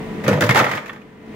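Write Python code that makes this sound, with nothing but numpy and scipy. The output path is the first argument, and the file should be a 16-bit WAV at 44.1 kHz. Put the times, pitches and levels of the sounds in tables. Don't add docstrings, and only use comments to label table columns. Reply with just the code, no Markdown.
import sys
import numpy as np
from scipy import signal
from scipy.fft import rfft, irfft
from scipy.io import wavfile
from scipy.ndimage import uniform_filter1d, minimum_filter1d

SR = 44100
rng = np.random.default_rng(int(sys.argv[2]) if len(sys.argv) > 2 else 0)


def unload_audio(sound):
    columns = np.transpose(np.atleast_2d(sound))
    steps = np.round(np.clip(columns, -1, 1) * 32767)
    wavfile.write(sys.argv[1], SR, steps.astype(np.int16))


N = 59535

# (pitch [Hz], level [dB])
HUM_TONES = [(97, -47), (145.3, -42), (198, -41.5), (220.7, -38), (293, -47), (436, -38), (484.5, -46.5),
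             (985, -49), (1179, -62), (1868, -52), (2013, -55), (2067, -54)]
# (pitch [Hz], level [dB])
FAN_COLOUR = [(25, -27), (48, -5.5), (70, -16), (110, -14.5), (190, 0.5), (250, -2.5), (350, -5),
              (480, -12), (620, -11.5), (950, -17.5), (1400, -21.5), (2000, -20.5), (3000, -26.5),
              (4700, -37.5), (7000, -45), (9500, -50.5), (15500, -48.5)]
# (pitch [Hz], likeness [0-1])
FAN_LIKENESS = [(100, 0.89), (300, 0.91), (700, 0.27), (2000, 0.13), (10000, 0.14)]
# (pitch [Hz], balance [dB])
FAN_BALANCE = [(200, 2.5), (600, 0.5), (1200, -1), (2500, 0.5), (5000, 6), (8500, 17.5), (14000, 10)]
# (time [s], level [dB])
RATTLE_LEVELS = [(.23, -47.5), (.29, -23.5), (.39, -35.5), (.45, -33), (.53, -31), (0.591, -4.5),
                 (.66, -21), (0.782, -17), (.81, -32), (0.901, -35), (1.02, -69), (1.1, -47)]
# (pitch [Hz], level [dB])
CLACK_COLOUR = [(80, -42), (170, -16), (260, 1.5), (370, -15.5), (620, 6), (950, 0.5), (1300, 1),
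                (2100, 0.5), (2600, -5), (3400, -5.5), (4500, -18), (7000, -26), (10000, -62)]
# (pitch [Hz], level [dB])
TICK_COLOUR = [(1500, 1), (3500, 8.5), (5000, 10), (6600, 4), (9000, -6.5), (12000, 2), (15500, -0.5)]
# (pitch [Hz], balance [dB])
TICK_BALANCE = [(2500, 19), (5000, 7), (8500, 23), (13000, 10)]
# (time [s], thump level [dB], panel level [dB], panel pitch [Hz],
# clack level [dB], clack pitch [Hz], tick level [dB])
ICE_BLOWS = [(0.239, -32, -33, 475, -27.5, 2040, -38.5), (.246, -29, -21.5, 450, -31, 2170, -38),
             (0.264, -18, -35, 600, -20.5, 2030, -49), (.279, -12, -9, 496, -13, 1340, -23.5),
             (0.309, -13, -16.5, 460, -26, 1360, -38), (.329, -15, -23.5, 480, -17, 950, -34),
             (.341, -20.5, -19.5, 552, -34, 1910, -50), (.375, -25, -21, 577, -26, 910, -57),
             (.408, -21, -13, 293, -15.5, 1500, -20), (.420, -18, -13.5, 490, -12, 1480, -26),
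             (.438, -19, -30, 550, -18.5, 1050, -24), (.464, -23, -28, 480, -25, 1090, -30.5),
             (.491, -12.5, -15.5, 297, -7.5, 1990, -22.5), (.507, -15, -22, 477, -8, 1980, -22),
             (.524, -25, -27, 440, -41, 1600, -31), (0.546, -25, -13.5, 410, -10.5, 1800, -22),
             (.557, -23, -22.5, 450, 3.5, 1020, -14), (.566, -19, -8.5, 570, 1, 900, -10.5),
             (.575, -18, -6.5, 343, -0.5, 1780, -8.5), (.589, -13, -8, 590, 0.5, 1230, -9),
             (.598, -18, -9, 396, 0.5, 1300, -33), (.606, -9, -3.5, 255, -1, 1270, -43),
             (.622, -11, -13, 575, -9.5, 845, -36), (0.642, -39, -13, 670, -3.5, 1890, -18),
             (.664, -19, -10, 680, -2.5, 1330, -40), (.692, -24, -18, 620, -9, 2000, -24),
             (.713, -19.5, -29, 600, -5, 1930, -17.5), (.733, -17, -16, 500, -8, 1940, -25),
             (.751, -41, -18.5, 500, -11.5, 1700, -20.5), (.774, -40, -20, 239, -9, 2120, -34),
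             (0.859, -36, -31, 400, -20.5, 2450, -30), (.880, -52, -34, 308, -19.5, 2040, -31.5),
             (.894, -55, -28, 500, -19, 1440, -36), (.930, -40, -41, 404, -24.5, 1500, -34),
             (.960, -59, -42, 500, -24.5, 1700, -44), (1.015, -58, -42, 504, -33, 2570, -47)]
# (pitch [Hz], level [dB], fade time [s])
THUMP_TONES = [(114, -0.5, 0.17), (130.4, 0.5, 0.19), (148.5, -1.5, 0.22), (170.8, -5, 0.2),
               (189.2, -1, 0.12)]
# (pitch [Hz], level [dB], fade time [s])
PANEL_TONES = [(242.4, -6.5, 0.1), (292, -5, 0.13), (318, -10, 0.13), (403.3, -8, 0.1), (475, -7.5, 0.2),
               (506.6, -7.5, 0.13), (531.5, -5, 0.082), (585.2, -9, 0.22), (645, -14.5, 0.24),
               (673, -15, 0.097)]
# (pitch [Hz], level [dB], fade time [s])
WALL_TONES = [(819, -7.5, 0.053), (847.4, -13.5, .16), (907, -20.5, 0.25), (1015, -19.5, .16),
              (1214, -16.5, 0.14), (1245, -15, 0.11), (1247, -10.5, 0.099), (1523, -17, 0.13),
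              (1778, -11, 0.11), (1852, -12.5, .16)]
# (pitch [Hz], level [dB], fade time [s])
CLINK_TONES = [(1140, 2.5, 0.031), (1295, -5, 0.05), (1480, 1.5, 0.037), (1725, -4, 0.044),
               (1817, 7, 0.033), (2155, -4, 0.035), (2700, -7, 0.034), (3120, -8, 0.026), (3390, -1, 0.025)]
# (pitch [Hz], level [dB])
REFLECTION_COLOUR = [(150, -10), (320, 0), (15000, 0)]
# (pitch [Hz], likeness [0-1])
ECHO_LIKENESS = [(100, 0.81), (250, 1), (500, 0.78), (1000, 0.18), (10000, 0.08)]
# (pitch [Hz], fade time [s])
ECHO_FADES = [(100, 1), (500, 0.69), (2000, 0.49), (6000, 0.48), (15000, 0.44)]

CLACK_RISE_S, TICK_RISE_S, CLACK_BALANCE_DB = 0.0026, 0.00033, -2
CUBE_LOW_HZ, CUBE_HIGH_HZ = 901, 2617


def gain(db):
    return 10 ** (np.asarray(db) / 20)


def normalise(sound):
    return sound / np.sqrt(np.mean(sound ** 2) + 1e-20)


def look_up(table, hz):
    pitches, values = np.transpose(table)
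    return np.interp(np.log(hz + 1), np.log(pitches), values)


def add(mix, start_s, sound):
    part = mix[:, round(start_s * SR):][:, :sound.shape[-1]]
    part += sound[..., :part.shape[1]]


def pan(balance_db):
    return gain(np.array([[balance_db / 2], [-balance_db / 2]]))


def boost(hz, centre_hz, db, octaves):
    return db * np.exp(-(np.log2((hz + 1) / centre_hz) / octaves) ** 2)


def strike(t, rise_s, fade_s):
    return np.minimum(t / rise_s, 1) * gain(-60 * t / fade_s)


def noise(colour, likeness, balance_db, size):
    left, other = rfft(rng.standard_normal((2, size)))
    right = likeness * left + np.sqrt(1 - likeness ** 2) * other
    pair = np.array([left * gain(balance_db / 2), right * gain(-balance_db / 2)])
    hz = np.fft.rfftfreq(size, 1 / SR)
    return normalise(irfft(pair * gain(look_up(colour, hz)), size))


def machine(waver_radians=0.43, drift_hz=10, fan_db=-31):
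    t, hz = np.arange(N) / SR, np.fft.rfftfreq(N, 1 / SR)
    jitter = rfft(rng.standard_normal((len(HUM_TONES), N)))
    drifts = waver_radians * normalise(irfft(jitter / (1 + (hz / drift_hz) ** 4), N))
    hum = sum(gain(db) * np.sqrt(2) * np.sin(2 * np.pi * (pitch * t + rng.random()) + drift)
              for (pitch, db), drift in zip(HUM_TONES, drifts))
    fan = noise(FAN_COLOUR, look_up(FAN_LIKENESS, hz), look_up(FAN_BALANCE, hz), N)
    return hum + gain(fan_db) * fan


def rattle(cubes=16, hits_per_s=700):
    t, mix = np.arange(2 ** 12) / SR, np.zeros((2, N))
    for _ in range(cubes):
        hits = rng.random(N) < hits_per_s / cubes / SR
        strength = gain(3 * np.minimum(rng.exponential(1, N), 3))
        cube = clack(t, fade_s=0.032, pitch_hz=rng.uniform(CUBE_LOW_HZ, CUBE_HIGH_HZ))
        cube += gain(-13.5) * tick(t, fade_s=0.014)
        mix += signal.fftconvolve((hits * strength)[None], cube, axes=1)[:, :N]
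    level_db = np.interp(np.arange(N) / SR, *np.transpose(RATTLE_LEVELS))
    return normalise(mix) * gain(level_db)


def clack(t, fade_s, pitch_hz):
    height, phase, right_shift = rng.random((3, 4, 1))
    cube_hz = CUBE_LOW_HZ * (CUBE_HIGH_HZ / CUBE_LOW_HZ) ** height
    phases = np.array([phase, phase + 0.26 * right_shift])
    tones = np.sin(2 * np.pi * (cube_hz * t + phases)).sum(1)
    cube_ring = gain(-9) * normalise(tones) * strike(t, TICK_RISE_S, fade_s=0.074)
    peak = gain(boost(np.fft.rfftfreq(len(t), 1 / SR), pitch_hz, db=10, octaves=0.23))
    scatter = noise(CLACK_COLOUR, likeness=0.52, balance_db=CLACK_BALANCE_DB, size=len(t))
    knock = normalise(irfft(rfft(scatter) * peak))
    return knock * strike(t, CLACK_RISE_S, fade_s) + cube_ring


def tick(t, fade_s, grit_db=3, glassy_hz=(3410, 7530)):
    flicker = normalise(uniform_filter1d(rng.standard_normal(len(t)), size=30))
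    grit = normalise(gain(grit_db * flicker))
    balance_db = look_up(TICK_BALANCE, np.fft.rfftfreq(len(t), 1 / SR))
    crack = noise(TICK_COLOUR, likeness=0.16, balance_db=balance_db, size=len(t))
    tones = sum(np.sin(2 * np.pi * (hz * t + rng.random((2, 1)))) * pan(look_up(TICK_BALANCE, hz))
                for hz in rng.uniform(*glassy_hz, size=3))
    glassy_ring = gain(-13.5) * normalise(tones) * strike(t, TICK_RISE_S, fade_s=0.1)
    return crack * grit * strike(t, TICK_RISE_S, fade_s) + glassy_ring


def blows():
    t, mix = np.arange(2 ** 13) / SR, np.zeros((2, N))
    for start_s, thump_db, panel_db, panel_hz, clack_db, clack_hz, tick_db in ICE_BLOWS:
        thump = gain(thump_db) * ring(THUMP_TONES, t, rise_s=0.0055)
        panel_tones = [(hz, db + boost(hz, panel_hz, db=8.5, octaves=0.22), fade_s)
                       for hz, db, fade_s in PANEL_TONES]
        panels = gain(panel_db) * ring(panel_tones, t, rise_s=0.0058)
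        knock = clack(t, fade_s=0.08, pitch_hz=clack_hz) + walls(t) * pan(CLACK_BALANCE_DB)
        crack = tick(t, fade_s=0.078)
        add(mix, start_s, thump + panels + gain(clack_db) * knock + gain(tick_db) * crack)
    return mix


def ring(tones, t, rise_s, spread_db=3):
    return sum(gain(db + spread_db * rng.standard_normal())
               * strike(t, rise_s, fade_s) * np.sin(2 * np.pi * hz * t) for hz, db, fade_s in tones)


def walls(t):
    return sum(gain(db) * strike(t, CLACK_RISE_S, fade_s)
               * np.sin(2 * np.pi * (hz * t + rng.random((2, 1)))) for hz, db, fade_s in WALL_TONES)


def echo(sound):
    likeness = look_up(ECHO_LIKENESS, np.fft.rfftfreq(SR, 1 / SR))
    reflections = noise(REFLECTION_COLOUR, likeness, balance_db=0, size=SR)
    hz, t, bands = signal.stft(reflections, SR, nperseg=256)
    fades = strike(t, rise_s=0.0064, fade_s=look_up(ECHO_FADES, hz)[:, None])
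    tail = signal.istft(bands * fades, SR, nperseg=256)[1]
    return signal.fftconvolve(sound, tail / np.linalg.norm(tail[0]), axes=1)[:, :N]


def clink():
    t = np.arange(2 ** 13) / SR
    return gain(-12.5) * ring(CLINK_TONES, t, rise_s=0.002) * pan(-3.5)


def scene(bass_cut_hz=106, echo_db=-9, left_delay_s=0.00005):
    ice = blows()
    add(ice, start_s=0.894, sound=clink())
    ice += rattle()
    ice = signal.sosfilt(signal.butter(6, bass_cut_hz, "high", fs=SR, output="sos"), ice)
    left, right = ice + gain(echo_db) * echo(ice) + machine()
    return np.array([np.roll(left, round(left_delay_s * SR)), right])


def record(dry, limit_db=-11, hold_s=0.58, recover_db_per_s=50.5, treble_cut_hz=15900):
    power = uniform_filter1d((dry ** 2).mean(0), size=600)
    excess_db = np.maximum(10 * np.log10(abs(power) + 1e-12) - limit_db, 0)
    hold = int(hold_s * SR) | 1
    held_db = -minimum_filter1d(-excess_db, hold, origin=hold // 2, mode="constant")
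    recovery_db = recover_db_per_s * np.arange(N) / SR
    cut_db = np.maximum.accumulate(held_db + recovery_db) - recovery_db
    turned_down = dry * gain(-uniform_filter1d(cut_db, size=200))
    treble_filter = signal.firwin(301, treble_cut_hz, window=("kaiser", 9), fs=SR)
    return signal.oaconvolve(turned_down, treble_filter[None], "same")


dry = scene()
out = record(dry)
unload_audio(out)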